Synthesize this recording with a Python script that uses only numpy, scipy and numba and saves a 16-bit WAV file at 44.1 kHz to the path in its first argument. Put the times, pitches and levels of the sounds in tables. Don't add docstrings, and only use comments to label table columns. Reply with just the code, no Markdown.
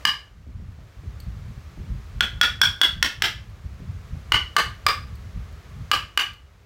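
import sys
import numpy as np
from scipy import signal
from scipy.fft import rfft, irfft
from scipy.io import wavfile
from scipy.ndimage import uniform_filter1d, minimum_filter1d, map_coordinates
from numba import njit

SR = 44100
rng = np.random.default_rng(int(sys.argv[2]) if len(sys.argv) > 2 else 0)


def to_wav(sig):
    pcm = np.clip(np.atleast_2d(sig), -1, 1) * 32767
    pcm = np.round(pcm).astype(np.int16)
    wavfile.write(sys.argv[1], SR, pcm.T)


N = 293265

# frequency in Hz, level in dB.
ROOM_TONE_COLOUR = [(150, -37.5), (250, -7), (378, -6.5), (405, -4.5), (593, -7.5), (945, -10.5),
                    (1180, -6.5), (1480, -9.5), (2160, -11.5), (2760, -15), (6540, -22), (8920, -29.5),
                    (15500, -31.5)]
# time in seconds, level in dB.
ROOM_TONE_LEVEL = [(0, -46.5), (.35, -59), (1.2, -51.5), (2.2, -50), (3.5, -53), (4.1, -50), (5.9, -50),
                   (6.45, -58)]
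# frequency in Hz, level in dB.
WIND_COLOUR = [(20, -39), (40, 0.5), (60, 6), (90, 3.5), (130, -3.5), (200, -12), (320, -32), (700, -74)]
# time in seconds, level in dB.
DRAUGHT_LEVEL = [(0.0, -50), (0.16, -51.5), (0.61, -43.5), (0.91, -47.5), (1.24, -39.5), (1.63, -45),
                 (1.93, -38.5), (3.41, -46), (3.83, -39.5), (4.13, -40), (4.31, -43.5), (5.35, -41),
                 (5.48, -41), (5.98, -45.5), (6.33, -50), (6.65, -50.5)]
# start in seconds, peak level in dB.
GUSTS = [(0.481, -28), (1.064, -24.5), (1.263, -21.5), (1.559, -31), (1.78, -25.5), (2.208, -29),
         (2.954, -23), (3.637, -26), (4.123, -22), (4.334, -21), (5.048, -30), (5.352, -20.5),
         (5.79, -27.5), (5.951, -30.5)]
# start in seconds, force in dB, boosts of the knock, ring and
# overtone in dB, brightness of the crack in dB per octave, pitch of the wood in Hz.
BROAD_BLOWS = [(.0518, -1.5, 1, 4.5, 10.5, 0, 1640), (4.3202, 1.5, -4.5, 7.5, -29.5, -1.4, 1490),
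               (4.5652, 2, 7, -3, -1, 0, 1560), (4.8652, 0.5, 6, -39, 9.5, 0.2, 1770),
               (5.9147, -0.5, 5.5, 2.5, 4, 0, 1627), (6.1748, -1, 0, 6, -35, 1, 1592)]
NARROW_BLOWS = [(2.2072, -1.5, 5, 6, -26.5, -1.4, 1610), (2.4129, 3.5, 7, 8.5, 0.5, -0.45, 1717),
                (2.6153, 5, -2.5, 9.5, 4, 1, 1600), (2.8144, 2.5, -4, 11, -4.5, 0.9, 1569),
                (3.0267, 4, -5.5, -3, 3, -0.56, 1847), (3.2213, 4.5, -8, -12, 2.5, -0.3, 1690)]
# frequency in Hz, level in dB, t60 in seconds.
BROAD_MODES = [(1187, -1, 0.028), (2927, 1.5, 0.024), (4918, -9, 0.019), (840, -11.5, 0.017),
               (1758, -12.5, 0.037), (2083, -6.5, 0.025), (2390, -1, 0.013), (3090, -15, 0.032),
               (3696, -17, 0.034), (4190, -12.5, 0.02), (4613, -16.5, .035), (6100, -30.5, 0.036),
               (7770, -30.5, 0.021)]
NARROW_MODES = [(1445, -11, 0.064), (3377, -7.5, 0.037), (5566, -11.5, 0.022), (1947, -2, 0.0087),
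                (3112, 3.5, 0.0053), (4480, -26, 0.03), (4466, -33, 0.015), (5340, -5, 0.0078),
                (5950, -30.5, 0.079), (8230, -49.5, 0.076)]
# frequency in Hz, level in dB.
CRACK_COLOUR = [(100, -24), (300, -18), (620, -19), (950, -9), (1300, -6), (1750, -2), (2400, -4.5),
                (3200, -4), (5000, -7), (7000, -14.5), (11000, -19.5), (15500, -19.5), (18000, -40)]
# band centre in Hz, t60 in seconds, level in dB.
REVERB_BANDS = [(245, 0.28, 10.5), (796, 0.23, 3.5), (1230, 0.3, -0.5), (1540, 0.31, -1.5),
                (3160, 0.3, 1.5), (5770, 0.29, -2), (14000, 0.25, -3)]
# delay in seconds, level in dB.
ECHOES = [(0, -10), (.013, -7.5), (.0165, -6.5), (.0195, 1), (.023, -1), (.028, -2), (.036, 0),
          (.042, -0.5), (.05, -2)]
# start in seconds, level in dB.
BUMPS = [(0.465, -38.5), (0.597, -41), (0.787, -40.5), (1.034, -36), (1.773, -34.5), (3.8, -32.5),
         (4.153, -37)]
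# frequency in Hz, level in dB.
THUD_COLOUR = [(60, -23), (180, 4), (300, -2), (480, -12), (750, -13.5), (1300, -52), (4000, -66)]
# start in seconds, level in dB.
TICKS = [(0.7194, -55), (1.2021, -30.5), (1.5854, -54), (3.4994, -47), (5.1547, -40), (5.5258, -45),
         (6.3344, -39.5), (6.4544, -61.5)]
# frequency in Hz, level in dB, t60 in seconds.
TICK_MODES = [(4320, 4.5, .02), (4550, -2, 0.037), (4700, -3, 0.029), (8200, -8, 0.056), (11800, -8, .03),
              (13600, -1, .02)]


def undb(db):
    return 10 ** (np.asarray(db) / 20)


def unit(x):
    return x / np.sqrt(np.mean(x ** 2))


def curve(rows):
    return np.interp(np.arange(N) / SR, *np.transpose(rows))


def clock(seconds):
    return np.arange(int(seconds * SR)) / SR


def fade(t, t60):
    return np.exp(-np.log(1000) * t / t60)


def octaves(length):
    return np.log2(np.fft.rfftfreq(length, 1 / SR) + 1)


def colour(x, outline, tilt_db=0):
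    octave = octaves(len(x))
    hz, db = np.transpose(outline)
    gain_db = np.interp(octave, np.log2(hz), db) + tilt_db * (octave - np.log2(2000))
    return irfft(rfft(x) * undb(gain_db), len(x))


def add(track, start_s, sound):
    start = max(int(start_s * SR), 0)
    track[start:start + len(sound)] += sound[:N - start]


def wander(per_s):
    steps = np.arange(N) / SR * per_s
    return unit(map_coordinates(rng.standard_normal(1000), [steps], order=3, mode="wrap"))


def room_tone(gain_db):
    rush = unit(colour(rng.standard_normal(N), ROOM_TONE_COLOUR))
    return rush * undb(curve(ROOM_TONE_LEVEL) + gain_db)


def draught(between_gusts_db, gust_db, gust_rise_s=0.017, flutter_db=3.5):
    rumble = unit(colour(rng.standard_normal(N), WIND_COLOUR))
    rumble /= np.sqrt(uniform_filter1d(rumble ** 2, size=5000))
    gusts, t = np.zeros(N), clock(.4)
    swell = t / gust_rise_s * np.exp(1 - t / gust_rise_s)
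    for start_s, db in GUSTS:
        add(gusts, start_s, undb(db + gust_db) * swell)
    breeze = undb(curve(DRAUGHT_LEVEL) + between_gusts_db + flutter_db * wander(per_s=16))
    return rumble * np.hypot(breeze, gusts)


def ring(t, modes, detune=.002):
    out = np.zeros(len(t))
    for hz, db, t60 in modes:
        hz *= 1 + detune * rng.standard_normal()
        out += undb(db) * fade(t, t60) * np.sin(2 * np.pi * hz * t + rng.uniform(0, 2 * np.pi))
    return out


def fibre_rattle(t, decay_s):
    spectrum = rfft(rng.standard_normal(len(t)) * fade(t, decay_s))
    return irfft(spectrum / np.abs(spectrum), len(t))


def chisel(blows, modes, modes_db, wood_db, wood_t60, crack_db, crack_s, contact_s):
    out, t = np.zeros(N), clock(.5)
    attack = 1 - np.exp(-t / contact_s)
    for start_s, force_db, knock_db, ring_db, overtone_db, tilt_db, wood_hz in blows:
        struck = np.array([*modes, (wood_hz, wood_db, wood_t60)], float)
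        struck[:3, 1] += knock_db, ring_db, overtone_db
        fibres = colour(fibre_rattle(t, crack_s), CRACK_COLOUR, tilt_db)
        crack = unit(fibres * fade(t, 2 * crack_s))
        blow = undb(modes_db) * ring(t, struck) + undb(crack_db) * crack
        add(out, start_s, workshop(undb(force_db) * blow * attack))
    return out


def workshop(x, wet_db=-32.5):
    t = clock(.5)
    noise, octave = rfft(rng.standard_normal(len(t))), octaves(len(t))
    centres = np.log2(np.array(REVERB_BANDS)[:, 0])
    response = np.zeros(len(t))
    for share, (_, t60, db) in zip(np.eye(len(REVERB_BANDS)), REVERB_BANDS):
        band = irfft(noise * np.interp(octave, centres, share), len(t))
        response += undb(db) * fade(t, t60) * band
    response *= undb(wet_db + np.interp(t, *np.transpose(ECHOES)))
    response[0] = 1
    return signal.fftconvolve(x, response)[:len(x)]


def hand_bumps(gain_db, rise_s=0.0028):
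    out, t = np.zeros(N), clock(.2)
    envelope = fade(t, t60=0.43) * (1 - np.exp(-t / rise_s))
    for start_s, db in BUMPS:
        thud = colour(fibre_rattle(t, decay_s=0.023), THUD_COLOUR)
        add(out, start_s, undb(db + gain_db) * unit(thud * envelope))
    return out


def tool_ticks(gain_db):
    out, t = np.zeros(N), clock(.2)
    for start_s, db in TICKS:
        tick = ring(t, TICK_MODES) + rng.standard_normal(len(t)) * fade(t, t60=0.027)
        add(out, start_s, undb(db + gain_db) * tick)
    return out


@njit
def follow_peaks(peaks, release):
    out, level = np.empty(len(peaks)), 0.
    for i in range(len(peaks)):
        level = max(peaks[i], level * release)
        out[i] = level
    return out


def limiter(x, ceiling, release_s):
    envelope = follow_peaks(np.abs(x), np.exp(-1 / (release_s * SR)))
    gain = ceiling / np.maximum(envelope, ceiling)
    held = minimum_filter1d(gain, size=380, origin=165)
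    return x * uniform_filter1d(held, size=45)


def scene():
    broad = chisel(BROAD_BLOWS, BROAD_MODES, modes_db=-2.5, wood_db=6.0, wood_t60=0.014,
                   crack_db=-27.5, crack_s=0.023, contact_s=0.00058)
    narrow = chisel(NARROW_BLOWS, NARROW_MODES, modes_db=-2.0, wood_db=3.0, wood_t60=0.013,
                    crack_db=-31.0, crack_s=0.022, contact_s=0.00048)
    handling = workshop(tool_ticks(gain_db=-15.0) + hand_bumps(gain_db=-21.5))
    background = draught(between_gusts_db=3.5, gust_db=-6) + room_tone(gain_db=-2.5)
    return (broad + narrow + handling + background)[None]


def record(dry):
    limited = limiter(dry[0], ceiling=.9, release_s=.007)
    rounded = limited / (1 + (limited / .74) ** 4) ** (1 / 4)
    lowpass = signal.ellip(8, .2, 70, 15800, fs=SR, output="sos")
    return signal.sosfilt(lowpass, rounded)[None]


dry = scene()
out = record(dry)
to_wav(out)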